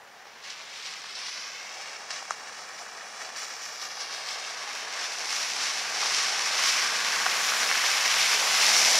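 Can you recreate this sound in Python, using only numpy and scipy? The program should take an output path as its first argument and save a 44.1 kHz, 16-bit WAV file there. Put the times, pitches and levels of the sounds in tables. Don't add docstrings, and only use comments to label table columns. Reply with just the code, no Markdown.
import sys
import numpy as np
from scipy import signal
from scipy.fft import rfft, irfft, next_fast_len
from scipy.io import wavfile

SR = 44100
rng = np.random.default_rng(int(sys.argv[2]) if len(sys.argv) > 2 else 0)


def master_out(mix):
    frames = np.transpose(np.atleast_2d(mix))
    ceiling = np.clip(frames, -1, 1)
    pcm = np.round(ceiling * 32767).astype(np.int16)
    wavfile.write(sys.argv[1], SR, pcm)


N = 396459

# (t/s, carcass drone level/dB, engine and body rumble level/dB)
LOW_LEVELS = [(0.0, -55, -66), (0.9, -55, -64.5), (1.4, -56, -64), (1.9, -51, -64), (2.5, -52, -61),
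              (3.7, -50.5, -64), (4.0, -49, -65.5), (5.0, -45, -63), (5.6, -45.5, -62), (6.1, -42.5, -54.5),
              (6.5, -40.5, -62), (6.95, -41.5, -52.5), (8.1, -39.5, -58), (8.75, -35.5, -59),
              (8.99, -34, -51)]


def from_db(db):
    return 10 ** (np.asarray(db) / 20)


def rms_one(x):
    return x / np.sqrt(np.mean(x ** 2) + 1e-20)


def in_time(rows):
    s, *columns = np.transpose(rows)
    t = np.arange(N) / SR
    return [np.interp(t, s, column) for column in columns]


def colour(x, points):
    size = next_fast_len(N)
    hz = np.maximum(np.arange(size // 2 + 1) * SR / size, 1)
    point_hz, point_db = np.array(points).T
    gain_db = np.interp(np.log(hz), np.log(point_hz), point_db)
    return irfft(rfft(x, size) * from_db(gain_db), size)[:N]


def drift(rate):
    step = 20
    r = np.exp(-2 * np.pi * rate * step / SR)
    noise = rng.standard_normal(N // step + 2002)
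    slow = signal.lfilter([1], [1, -2 * r, r * r], noise)[2000:]
    return np.interp(np.arange(N) / step, np.arange(len(slow)), rms_one(slow))


def droplets(per_s, spread_db, share):
    size_db = spread_db * np.minimum(rng.exponential(1, N), 5)
    sizes = from_db(size_db) * rng.choice([-1, 1], N)
    impacts = rms_one(sizes * (rng.random(N) < per_s / SR))
    return np.sqrt(share) * impacts + np.sqrt(1 - share) * rng.standard_normal(N)


def ring(clicks, hz, t60):
    r, w = from_db(-60 / (t60 * SR)), 2 * np.pi * hz / SR
    return signal.lfilter([0, np.sin(w)], [1, -2 * r * np.cos(w), r * r], clicks)


def tyres(flutter):
    # (t/s, tread roar level/dB, churned water level/dB, spray level/dB, fine mist level/dB)
    tyre_levels = [(0.0, -53.5, -59.5, -66, -66), (0.4, -51, -52.5, -57, -67),
                   (0.6, -48.5, -46.5, -50.5, -66), (1.0, -47, -45, -47.5, -65),
                   (1.6, -47.5, -42.5, -48.5, -61), (2.07, -47.5, -48.5, -49, -65),
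                   (2.7, -47, -50, -49.5, -61.5), (3.3, -46, -48, -49, -62), (3.7, -46, -46, -46.5, -56),
                   (4.4, -43.5, -44, -44.5, -60), (4.9, -40.5, -41.5, -42, -57),
                   (5.3, -40, -39, -36.5, -50), (6.0, -37, -37, -37, -50),
                   (6.4, -35.5, -35.5, -34.5, -49.5), (6.9, -32, -33, -33.5, -44.5),
                   (7.55, -32, -32, -33.5, -37.5), (8.0, -31.5, -29.5, -32, -38),
                   (8.45, -31, -29.5, -31, -36), (8.7, -30, -26.5, -24.5, -33.5),
                   (8.99, -32.5, -27.5, -23, -35)]
    # (f/Hz, relative level/dB per Hz)
    drone_spectrum = [(150, -60), (250, -21), (312, -18), (439, -5.5), (534, -5), (788, 2.5), (896, -0.5),
                      (1000, -1.5), (1300, -42), (2200, -120)]
    roar_spectrum = [(560, -45), (950, -14.5), (1100, 3.5), (1340, 1.5), (1540, 4), (1900, 3.5),
                     (2200, -7.5), (2860, -12), (4840, -120)]
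    churn_spectrum = [(1180, -56), (2000, 0), (2200, 3), (2410, 1), (2620, 0.5), (3320, -3.5), (4500, -8.5),
                      (5850, -13), (9900, -120)]
    spray_spectrum = [(2530, -21.5), (4300, -2.5), (5610, 4.5), (7690, -9), (9000, -12.5), (11700, -24),
                      (19800, -120)]
    mist_spectrum = [(4120, -21), (7000, 2), (7680, -6), (11400, -8), (14000, -17), (15500, -23)]
    roar_share, churn_share = 0.39, 0.71

    drone_db = in_time(LOW_LEVELS)[0]
    roar_db, churn_db, spray_db, mist_db = in_time(tyre_levels)
    swell, mist_swell = puddle_swell()

    tread = droplets(per_s=900, spread_db=3.5, share=0.29)
    drone = rms_one(colour(tread, drone_spectrum))
    roar = rms_one(colour(tread, roar_spectrum))
    drops = droplets(per_s=4000, spread_db=5.0, share=0.26)
    churn = rms_one(colour(drops, churn_spectrum))
    spray = rms_one(colour(drops, spray_spectrum))
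    fine_drops = droplets(per_s=6400, spread_db=3.5, share=0.12)
    mist = rms_one(colour(fine_drops, mist_spectrum))

    return (drone * from_db(drone_db + 0.39 * flutter + 0.98 * drift(12))
            + roar * from_db(roar_db + roar_share * swell + 0.5 * flutter + 0.82 * drift(29))
            + churn * from_db(churn_db + churn_share * swell + 0.79 * flutter + 0.5 * drift(25))
            + spray * from_db(spray_db + swell + flutter + 0.5 * drift(36))
            + mist * from_db(mist_db + mist_swell + flutter))


def puddle_swell():
    # (peak t/s, spray swell/dB, mist swell/dB, rise/s, fall/s)
    puddles = [(0.48, 7.5, 3, .07, 0.077), (0.77, 4, 5, 0.079, 0.07), (0.885, 5, 6, .08, 0.11),
               (1.27, 5.5, 1, 0.2, 0.3), (1.88, 2.5, 1, .2, 0.063), (2.13, 7.5, 4, .04, .13),
               (2.31, 9.5, 6, .015, 0.042), (2.58, 3.5, 0, 0.19, .1), (2.79, 2, 3, .02, 0.12),
               (3.23, 4.5, 7, 0.056, .07), (3.38, 8.5, 10, .03, .2), (3.65, 4.5, 4, .07, 0.062),
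               (3.83, 6, 7, 0.036, 0.05), (4.01, 4.5, 4, .03, 0.082), (4.14, 4.5, 4, 0.053, 0.15),
               (4.29, 6.5, 6, 0.048, 0.12), (4.48, 4, 1, 0.15, 0.067), (4.76, 0.5, 5, .12, 0.09),
               (5.06, 3.5, 0, 0.14, .04), (5.32, 4, 4, 0.021, .22), (5.63, 6, 2, 0.047, .16),
               (6.07, 7, 1, 0.027, 0.13), (6.16, 7, 3, 0.27, 0.27), (6.46, 3.5, 6, .03, 0.035),
               (6.68, 6, 8, 0.24, .2), (7.84, 1, -3.5, .15, .12), (8.31, 3, 1, 0.38, 0.13)]
    t = np.arange(N) / SR
    lifts = []
    for s, spray_db, mist_db, rise, fall in puddles:
        ramp = np.interp(t, [s - rise, s, s + fall], [0, 1, 0])
        lifts.append(np.outer([spray_db, mist_db], ramp))
    return np.max(lifts, axis=0)


def splashes():
    # (t/s, level/dB, t60/s)
    slaps = [(0.4375, -40, 0.15), (0.4985, -33, 0.11), (1.1508, -36, 0.16), (2.1034, -26.5, 0.081),
             (2.1594, -35, 0.12), (2.7804, -42, 0.15), (3.2454, -38, 0.13), (3.3588, -34, 0.091),
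             (3.4151, -38, 0.12), (3.8124, -36, 0.14), (4.0038, -34.5, 0.22), (5.2854, -34, 0.12),
             (5.585, -42, 0.1), (5.8444, -44, 0.15), (6.031, -44, 0.25), (7.8515, -24, 0.23)]
    # (f/Hz, relative level/dB per Hz)
    slap_spectrum = [(500, -21), (1000, -4), (2000, 5), (3500, 3.5), (5500, 8.5), (7500, -7), (12000, -29),
                     (16000, -38)]
    envelope = np.zeros(N)
    for s, level_db, t60 in slaps:
        start = round(s * SR)
        t = np.arange(N - start)[:SR // 2] / SR
        shape = (1 - np.exp(-t / 0.0011)) * from_db(-60 * t / t60)
        envelope[start:start + len(t)] += from_db(level_db) * shape
    drops = droplets(per_s=3300, spread_db=-2.0, share=0.35)
    return envelope * rms_one(colour(drops, slap_spectrum))


def pops():
    # (t/s, knock level before the band-pass/dB, f/Hz, crack relative to knock/dB)
    cracks = [(1.1708, -30, 1800, -15), (2.2255, -25, 900, -15), (2.3078, -10, 1250, -9),
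              (2.3200, -27, 1700, -15), (2.6205, -29, 1150, -15), (2.8909, -30, 1800, -15),
              (5.2381, -23, 1200, -15), (6.0305, -14, 1200, -20), (6.6579, -14, 2000, -15),
              (7.1627, -17, 2100, -15), (7.2326, -16, 1900, -15), (7.2599, -8, 1700, -20),
              (7.2641, -5, 1350, -20), (7.2668, -9, 1500, -20), (7.3742, -16, 2000, -15),
              (7.5214, -13, 1400, -20), (7.5370, -13, 1300, -20), (7.7140, -7, 2000, -20),
              (8.1904, -14, 2100, -15), (8.3934, -14, 2100, -15), (8.6818, -12, 2100, -15)]
    out, click = np.zeros(N), np.zeros(1000)
    click[0] = 1
    for s, knock_db, hz, crack_db in cracks:
        knock = ring(click, hz, t60=7 / hz)
        crack = from_db(crack_db) * ring(click, 6200, t60=0.0035)
        start = round(s * SR)
        out[start:start + 1000] -= from_db(knock_db) * (knock + crack)
    return signal.sosfilt(signal.butter(4, [650, 9000], "band", fs=SR, output="sos"), out)


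def mirrored(x):
    # (t/s, lateness/ms, level/dB)
    road_echo = [(0.2, .3, -26), (0.5, .28, -18), (1.0, .25, -15), (1.3, .2, -11), (1.5, .165, -10),
                 (1.8, .133, -12), (2.2, .125, -12), (3.0, .122, -11), (3.4, .135, -11), (3.7, .158, -11),
                 (4.0, .19, -12), (4.3, .24, -17), (4.7, .3, -30)]
    # (t/s, lateness/ms, level/dB)
    main_image = [(0, 4.08, -18), (.3, 4.0, -16), (1, 2.5, -14), (1.3, 2.08, -11), (1.6, 1.92, -11),
                  (2.1, 1.8, -10), (2.7, 1.75, -10), (3.4, 1.72, -10.5), (3.9, 1.81, -10), (4.3, 1.85, -10),
                  (4.7, 1.92, -20), (5.3, 1.96, -22), (9, 1.95, -24)]
    # (from t/s, to t/s, lateness beyond the main image/ms, level/dB)
    small_surfaces = [(1.85, 3.6, -.17, -10), (2.6, 3.65, -.4, -14), (1.7, 2.6, .8, -16),
                      (4.05, 6.9, .85, -14)]
    fade_db_per_s = 100
    fine = 4

    whole = signal.resample_poly(x, fine, 1)
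    broad = signal.lfilter(*signal.butter(1, [1500, 7500], "band", fs=fine * SR), whole)
    bright = signal.lfilter(*signal.butter(1, [6000, 14000], "band", fs=fine * SR), whole)

    t = np.arange(N) / SR
    road_ms, road_db = in_time(road_echo)
    main_ms, main_db = in_time(main_image)
    paths = [(whole, road_ms, road_db), (broad, main_ms, main_db)]
    for start, end, extra_ms, db in small_surfaces:
        outside_s = np.maximum(np.maximum(start - t, t - end), 0)
        paths.append((bright, main_ms + extra_ms, db - fade_db_per_s * outside_s))

    out, places = x.copy(), np.arange(len(whole), dtype=float)
    for sound, late_ms, level_db in paths:
        late_ms = late_ms * (1 + 0.01 * drift(2.5))
        where = fine * (np.arange(N) - late_ms * SR / 1000)
        out += from_db(level_db) * np.interp(where, places, sound)
    return out


def hums():
    # (t/s, f/Hz, rms level/dB)
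    hum_curves = [
        [(3.8, 269.7, -83), (4.4, 271.4, -76), (5.5, 263.7, -70), (6.4, 246.7, -64), (6.8, 244.6, -66),
         (9, 238.3, -70)],
        [(4.5, 205, -93), (5.8, 211.3, -76), (7, 208.5, -76.5), (8.4, 205.3, -64.5), (9, 214.7, -56.5)],
    ]
    out = np.zeros(N)
    for hz, level_db in map(in_time, hum_curves):
        turns = np.cumsum(hz + 7 * drift(10)) / SR
        strength = np.sqrt(2) * from_db(level_db + 3.6 * drift(1.6))
        out += strength * np.sin(2 * np.pi * turns)
    return out


def background():
    # (f/Hz, relative level/dB per Hz)
    engine_spectrum = [(35, -55), (60, -21), (173, -12.5), (210, -8), (260, -11.5), (311, -17), (420, -7),
                       (550, -5), (920, -120)]
    far_spectrum = [(12, -58), (20, -26), (145, -9), (168, -2.5), (228, -24), (289, -4), (400, -5),
                    (520, -38), (880, -120)]
    hiss_spectrum = [(1760, -32), (3000, -13), (5310, -3), (10600, -26), (13900, 13), (15500, 6)]
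    rumble_db = in_time(LOW_LEVELS)[1]
    rumble = from_db(rumble_db) * rms_one(colour(rng.standard_normal(N), engine_spectrum))
    far = from_db(-75) * rms_one(colour(rng.standard_normal(N), far_spectrum))
    hiss = from_db(-73) * rms_one(colour(rng.standard_normal(N), hiss_spectrum))
    return rumble + far + hiss


def scene():
    # (f/Hz, gain/dB)
    unlike_gain = [(60, -9), (92, -13), (140, -16), (210, -15), (330, -17.5), (500, -21), (770, -22),
                   (1170, -35), (1790, -43), (2740, -40), (4190, -21), (6410, -12.5), (9810, -9),
                   (15000, -5)]
    # (f/Hz, left minus right/dB)
    balance = [(60, -1.0), (92, -0.5), (140, 0), (210, 0.5), (330, 1.5), (500, 1.0), (770, 1.5),
               (1170, 0.5), (1790, 0.0), (2740, 0.0), (4190, 0.5), (6410, -0.5), (9810, 3.5), (15000, 2.0)]
    flutter = 0.62 * drift(19) + 0.5 * drift(75)
    no_bass = signal.butter(4, 133, "high", fs=SR, output="sos")
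    wheels = signal.sosfilt(no_bass, tyres(flutter) + splashes() + pops())
    unlike_wheels = signal.sosfilt(no_bass, tyres(flutter) + splashes())
    common = mirrored(wheels) + background() + hums()
    unlike = colour(mirrored(unlike_wheels) + from_db(4) * background(), unlike_gain)
    left = colour(common, [(hz, db / 2) for hz, db in balance])
    right = colour(common, [(hz, -db / 2) for hz, db in balance])
    return np.array([left + unlike, right - unlike])


def record(dry):
    return signal.sosfilt(signal.ellip(12, 0.5, 80, 15720, fs=SR, output="sos"), dry)


dry = scene()
out = record(dry)
master_out(out)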